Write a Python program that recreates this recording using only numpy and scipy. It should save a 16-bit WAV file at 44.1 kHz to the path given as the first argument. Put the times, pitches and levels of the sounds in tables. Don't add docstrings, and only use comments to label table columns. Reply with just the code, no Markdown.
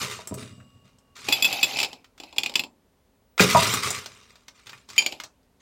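import sys
import numpy as np
from scipy import signal
from scipy.fft import rfft, irfft, next_fast_len
from scipy.io import wavfile
from scipy.ndimage import uniform_filter1d, minimum_filter1d

SR = 44100
rng = np.random.default_rng(int(sys.argv[2]) if len(sys.argv) > 2 else 0)


def int16_out(signal):
    q = np.round(np.clip(np.atleast_2d(signal).T, -1, 1) * 32767)
    wavfile.write(sys.argv[1], SR, q.astype(np.int16))


N = 247797
TIME = np.arange(N) / SR
HIT = np.arange(SR // 3) / SR

# f/Hz, relative level/dB, t60/s
FIRST_GLASS = [(2563, 0.5, 0.064), (3405, -1, 0.078), (4100, -15.5, 0.054), (4800, -11, 0.1),
               (7310, -8, 0.071), (10410, -17.5, 0.056), (12440, -20, 0.15), (14210, -26.5, .06),
               (14700, -18.5, .075)]
# f/Hz, relative density/dB per Hz
RUMBLE = [(30, -30.5), (60, -15), (85, 10), (170, 1), (250, 3), (330, -17), (430, -13), (650, -13),
          (1300, -58)]


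def amp(db):
    return 10 ** (np.asarray(db) / 20)


def unit(x):
    return x / np.sqrt(np.mean(x ** 2) + 1e-20)


def along(points, hz):
    f, v = np.transpose(points)
    return np.interp(np.log(hz + 1), np.log(f + 1), v)


def fade(t, t60):
    return np.exp(-np.log(1000) * t / np.maximum(t60, 1e-3))


def add(track, s, sound):
    part = track[max(round(s * SR), 0):][:len(sound)]
    part += sound[:len(part)]


def filtered(x, response):
    size = next_fast_len(len(x) + 8192)
    spectrum = rfft(x, size) * response(np.fft.rfftfreq(size, 1 / SR))
    return irfft(spectrum, size)[:len(x)]


def coloured(x, spectrum):
    return unit(filtered(x, lambda hz: amp(along(spectrum, hz))))


def burst(spectrum, t60):
    return coloured(rng.standard_normal(len(HIT)), spectrum) * fade(HIT, t60)


def ring(modes, t, scatter_db, detune):
    hz, db, t60 = np.transpose(modes)[:, :, None]
    size, shift, side = rng.standard_normal((3, len(hz), 1))
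    waves = np.sign(side) * np.sin(2 * np.pi * hz * (1 + detune * shift) * t)
    return np.sum(amp(db + scatter_db * size) * waves * fade(t, t60), axis=0)


def resonances(peaks, hz):
    total = 0
    for k, (centre, width, db) in enumerate(peaks):
        damping = 1j * hz * width
        total = total + (-1) ** k * amp(db) * damping / (centre * centre - hz * hz + damping)
    return total


def focus(hz, centre_hz, octaves, depth_db):
    return depth_db * (np.exp(-(np.log2(hz / centre_hz) / octaves) ** 2) - 1)


def grains(rate, spread_db, t60):
    chance, size, noise = rng.random(N), rng.standard_normal(N), rng.standard_normal(N)
    energy = (chance < rate / SR) * amp(spread_db * np.clip(size, -2, 2)) ** 2
    power = np.abs(signal.fftconvolve(energy, fade(HIT, t60) ** 2)[:N])
    return unit(noise * np.sqrt(power))


def jostle(rate, spread_db, t60, count):
    out = np.zeros(N)
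    radius = fade(1 / SR, t60)
    for hz in np.geomspace(700, 15000, count) * np.exp(.015 * rng.standard_normal(count)):
        struck = np.flatnonzero(rng.random(N) < rate / SR)
        sizes = np.resize(rng.standard_normal(1024), len(struck))
        blows = np.zeros(N)
        blows[struck] = amp(spread_db * np.clip(sizes, -2, 2))
        poles = [1, -2 * radius * np.cos(2 * np.pi * hz / SR), radius ** 2]
        out += np.sqrt(hz) * signal.lfilter([1, 0, -1], poles, blows)
    return unit(out)


def swells(moves, fall_db_per_s):
    attack_s = 0.016
    power = np.zeros(N)
    for s, db, hold in moves:
        rise = np.clip((TIME - s) / attack_s, 0, 1)
        power += (rise * amp(db - fall_db_per_s * np.maximum(TIME - s - hold, 0))) ** 2
    return np.sqrt(power)


def clinks():
    # t/s, blow level/dB, relative ring level/dB
    landings = [(1.2863, -9, -10), (1.3247, -4, 0), (1.4238, -11, 7.5), (1.445, -10.5, 1),
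                (1.4518, -10.5, 1), (1.5271, -14, 1), (1.6295, -5, -0.5), (1.642, -10, -7.5),
                (1.7695, -15.5, -2), (1.788, -8.5, -4), (1.8009, -11.5, 10.5), (1.8134, -12.5, 4.5),
                (1.8299, -5, -4), (1.8464, -14, 5), (1.93, -26.5, -8), (2.2004, -28, 13.5),
                (2.235, -28, -4), (2.3266, -36, 19), (2.3621, -31.5, 6.5), (2.3828, -10, 11.5),
                (2.4014, -28.5, 3.5), (2.4332, -12, 2), (2.4606, -13, 2.5), (2.495, -22, -1),
                (2.5178, -31, -0.5), (2.5553, -4.5, -2), (2.594, -11.5, 4.5), (2.6364, -23, 7),
                (4.9799, -4, 6), (4.9867, -19, -4), (5.021, -18, -1), (5.0623, -10, 6), (5.1231, -20.5, -6)]
    # t/s, ring time ratio, ring level/dB, pitch ratio of the deepest mode, hollow f/Hz
    fills = [(1.1, 1.0, 1.0, 1.003, 770), (1.68, .45, -6.0, 1.01, 830), (2.1, .28, -1.0, .967, 850),
             (2.5, .42, 0.0, 1.007, 920), (4.5, .95, 4.0, 1.0, 930), (5.01, .55, 0.0, .977, 915)]
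    # f/Hz, relative level/dB, t60/s
    second_glass = [(2390, 5.5, 0.028), (3140, -3.5, 0.072), (4658, -10, 0.15), (5030, -18, .09),
                    (6840, -6, 0.049), (9700, -21, 0.03), (13600, -20, 0.043)]
    # f/Hz, relative density/dB per Hz
    ice = [(900, -17.5), (1800, -13), (2450, 2), (3800, -2), (5200, -2), (6200, -16), (7400, -6),
           (9200, -25.5), (10400, -20.5), (15500, -23.5)]
    # f/Hz, relative density/dB per Hz
    counter = [(120, -30.5), (250, -2.5), (400, -7.5), (600, -9), (900, -3.5), (1250, -19.5), (2200, -42.5)]
    second_from_s = 3.0
    open_treble_db, damped_treble_db = 2.5, -4
    first_cube_db = 11

    out = np.zeros(N)
    contact = 1 - fade(HIT, t60=.0025)
    for cube, (s, db, ring_db) in enumerate(landings):
        _, damping, fill_db, pitch, hollow_hz = [fill for fill in fills if fill[0] < s][-1]
        glass = FIRST_GLASS if s < second_from_s else second_glass
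        treble_db = damping * open_treble_db + (1 - damping) * damped_treble_db
        bright = [(7500, 0.0021), (10000, treble_db)]
        modes = []
        for k, (hz, g, t60) in enumerate(glass):
            tuned_hz = hz * (pitch if k == 0 else 1)
            modes.append((tuned_hz, g + along(bright, hz), t60 * damping))
        wall_db = ring_db + fill_db + .5 * (db + 4.5) - 7.0
        wall = amp(wall_db) * ring(modes, HIT, scatter_db=2.5, detune=.007)
        snap_colour = [(hz, g + along(bright, hz)) for hz, g in ice]
        snap = amp(-8.5) * burst(snap_colour, t60=0.041)
        air = ring([(hollow_hz, -7, .07)], HIT, scatter_db=2, detune=.03)
        hollow_db = -33 + 0.37 * db + first_cube_db * (cube == 0)
        hollow = amp(hollow_db) * (burst(counter, t60=0.11) + air)
        graze = amp(db - 29) * burst(ice, t60=.04)
        add(out, s, contact * (amp(db) * (wall + snap) + hollow))
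        add(out, s - .016, graze)
    return out


def rattle():
    # t/s, level/dB, hold/s
    slides = [(1.27, -36, 0.11), (1.43, -34.5, .16), (1.66, -35.5, 0.14), (2.2, -59.5, 0.095),
              (2.33, -81.5, .05), (4.96, -49.5, .16)]
    # f/Hz, relative density/dB per Hz
    contact_colour = [(71, -57), (120, -8.5), (251, -9), (630, -9), (805, -4), (911, -15.5), (1750, -22),
                      (2530, -5.5), (2990, -11), (4980, -13), (6240, -22), (7350, -20), (9210, -37.5),
                      (10400, -26.5), (16000, -32.5)]
    crackle = grains(rate=330, spread_db=4, t60=.02)
    heap = jostle(rate=50, spread_db=4, t60=.022, count=60)
    contacts = coloured(crackle + amp(4.5) * heap, contact_colour)
    peaks = [(hz, 70, g) for hz, g, _ in FIRST_GLASS]
    wall = unit(filtered(contacts, lambda f: resonances(peaks, f)))
    return swells(slides, fall_db_per_s=163.5) * (amp(2.5) * contacts + amp(-7) * wall)


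def churn():
    # t/s, level/dB, hold/s
    pushes = [(-.03, -28, .06), (.09, -36.5, .04), (.37, -42.5, 0.04), (.84, -63.5, .04),
              (1.15, -43.5, .09), (1.24, -39, 0.046), (3.388, -18.5, 0.045), (3.48, -23, .26),
              (3.82, -25, 0.039), (3.93, -31, 0.022), (4.14, -56, 0.036), (4.28, -57.5, 0.045),
              (4.54, -56, .06), (4.65, -53, 0.12), (4.88, -47.5, .09), (5.595, -54.5, .03)]
    # f/Hz, relative density/dB per Hz
    cube_colour = [(180, -48.5), (300, -12), (405, 4), (494, -3), (787, -16), (1210, 2), (1580, -7),
                   (2700, -2), (3080, -5.5), (3760, -6), (8090, -10), (9240, -20), (16000, -24.5)]
    # f/Hz, width/Hz, relative level/dB
    loaded_steel = [(1000, 50, -30), (1340, 7.4, -15), (2030, 88, 3.5), (2700, 100, -10), (3684, 46, 9.5),
                    (4890, 160, 6), (5880, 230, -7), (6000, 53, -17), (8710, 74, -1.5), (10200, 99, -7.5)]
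    settling = amp(-18.5) * swells(pushes, fall_db_per_s=45)
    effort = np.hypot(swells(pushes, fall_db_per_s=149.5), settling)
    share = effort / effort.max()
    rate = 70 + 260 * np.sqrt(share)
    crackle = unit(grains(rate, spread_db=3.5, t60=.016) / np.sqrt(rate))
    heap = jostle(rate=45, spread_db=4, t60=.05, count=120)
    cubes = coloured(heap + amp(-2) * crackle, cube_colour)
    air = filtered(cubes, lambda hz: 1 - 1 / (1 + (hz / 8700) ** 10))
    cubes = cubes + air * (amp(4.5) * share ** 0.19 - 1)
    steel = unit(filtered(crackle, lambda hz: resonances(loaded_steel, hz)))
    rumble = coloured(grains(rate=85, spread_db=2.0, t60=0.044), RUMBLE)
    rocking = swells([(.31, -44, 0)], fall_db_per_s=35)
    heave = amp(-15.5) * effort
    return effort * (amp(-2.5) * cubes + amp(-10.5) * steel) + (heave + rocking) * rumble


def cracks():
    # t/s, level/dB, centre f/Hz
    contacts = [(.0093, -30.5, 5000), (.2733, -18.5, 8530), (.3412, -21.5, 8500), (.4249, -30, 3320),
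                (.602, -38.5, 1780), (.9853, -46, 6510), (2.0441, -36.5, 3300), (2.1783, -35.5, 3930),
                (3.379, -11.5, 3030), (3.3961, 3.5, 2308), (3.4064, 0, 3820), (3.6311, -9, 4430),
                (3.739, -10.5, 10400), (3.905, -9.5, 7000), (4.0596, -20.5, 4240), (4.3556, -36, 3654),
                (4.4819, -28, 3900), (4.6687, -27, 3720), (4.6938, -26, 3890), (4.7311, -24.5, 1930),
                (4.8891, -29.5, 4620), (4.9015, -26.5, 4300), (5.2, -18.5, 3495), (5.2365, -20.5, 4300),
                (5.43, -58.5, 4500)]
    # f/Hz, relative density/dB per Hz
    crunch = [(300, -4.5), (800, -0.5), (1250, 4.5), (2100, -8), (4600, -15), (8200, -11.5), (9500, -20.5),
              (15500, -14.5)]
    # f/Hz, relative level/dB, t60/s
    cube_modes = [(2345, 2.5, .045), (3630, -3, .07), (5230, -3, .08), (7600, 0, .06)]
    out = np.zeros(N)
    for s, db, centre_hz in contacts:
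        tilt = lambda hz: focus(hz, centre_hz, octaves=0.9, depth_db=20)
        colour = [(hz, g + tilt(hz)) for hz, g in crunch]
        modes = [(hz, g + tilt(hz), t60) for hz, g, t60 in cube_modes]
        chime = ring(modes, HIT, scatter_db=2, detune=.08)
        crack = amp(-12.5) * burst(colour, t60=0.059) + amp(-16.0) * chime
        add(out, s, amp(db) * crack)
    return out


def knocks():
    # t/s, level/dB, centre f/Hz
    bumps = [(.191, -34.5, 645), (0.312, -25, 142), (0.322, -27.5, 570), (.377, -31.5, 510),
             (0.425, -38.5, 184), (3.404, -8, 245), (3.549, -4, 1040), (3.559, -9, 1297),
             (3.738, -25, 159.5)]
    # f/Hz, relative level/dB, t60/s
    bucket_modes = [(93.5, -11.5, .22), (127, -12, 0.15), (176, -0.5, 0.092), (246.8, 3.5, 0.062),
                    (415, -0.5, 0.043), (508.5, -2.5, 0.023), (658, -1.5, 0.062), (959, 0, 0.053),
                    (1070, -2.5, 0.025), (1241, -4.5, 0.061)]
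    out = np.zeros(N)
    for s, db, centre_hz in bumps:
        modes = []
        for hz, g, t60 in bucket_modes:
            modes.append((hz, g + focus(hz, centre_hz, octaves=1.22, depth_db=17), t60))
        body = ring(modes, HIT, scatter_db=7, detune=.012)
        thud = burst(RUMBLE, t60=.07)
        add(out, s, amp(db) * (amp(-4.5) * body + amp(-12.5) * thud))
    return out


def scoop():
    # f/Hz, relative level/dB, t60/s
    steel_modes = [(1121, -13, 2.2), (2807, -12, 1.4), (2849, -1, 1.4), (3747, -5, .5), (4834, -5, 1.0),
                   (6961, -10, .7), (7725, -17, .8), (8716, -9, .45), (9335, -11, .3)]
    # t/s, gain/dB
    aim = [(.38, -7), (.5, -5), (.66, -2), (.83, 2.5), (.9, 1), (.97, -1), (1.15, 11.5)]
    out = np.zeros(N)
    add(out, .378, amp(-46.5) * ring(steel_modes, TIME, scatter_db=7, detune=0))
    return out * amp(np.interp(TIME, *np.transpose(aim)))


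def room(x):
    # f/Hz, t60/s
    decay_times = [(120, .55), (500, 0.33), (3000, 0.092), (8000, 0.17), (15000, 0.05)]
    hz, t, z = signal.stft(rng.standard_normal(SR // 2), SR, nperseg=256)
    decayed = z * fade(t, along(decay_times, hz)[:, None])
    tail = signal.istft(decayed, SR, nperseg=256)[1]
    out = np.zeros(N)
    add(out, .006, signal.fftconvolve(x, tail / np.linalg.norm(tail)))
    return out


def room_tone():
    # f/Hz, relative density/dB per Hz
    tone_colour = [(15, -46), (25, -14), (59, -2.5), (141, -12.5), (270, -6.5), (326, -23.5), (373, -11),
                   (796, -19), (863, -18.5), (1330, -25), (16000, -38)]
    return amp(-65.0) * coloured(rng.standard_normal(N), tone_colour)


def scene():
    glasses = clinks() + rattle()
    bucket = churn() + cracks() + knocks() + scoop()
    heard = glasses + bucket + room(amp(-12.0) * glasses + amp(-10.0) * bucket)
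    heard = signal.sosfilt(signal.butter(3, 75, "high", fs=SR, output="sos"), heard)
    return (heard + room_tone())[None]


def record(dry):
    needed = np.minimum(1, amp(-3.3) / (np.abs(dry[0]) + 1e-9))
    gain = uniform_filter1d(minimum_filter1d(needed, size=129), size=129)
    return filtered(dry[0] * gain, lambda hz: hz < 15950)[None]


dry = scene()
out = record(dry)
int16_out(out)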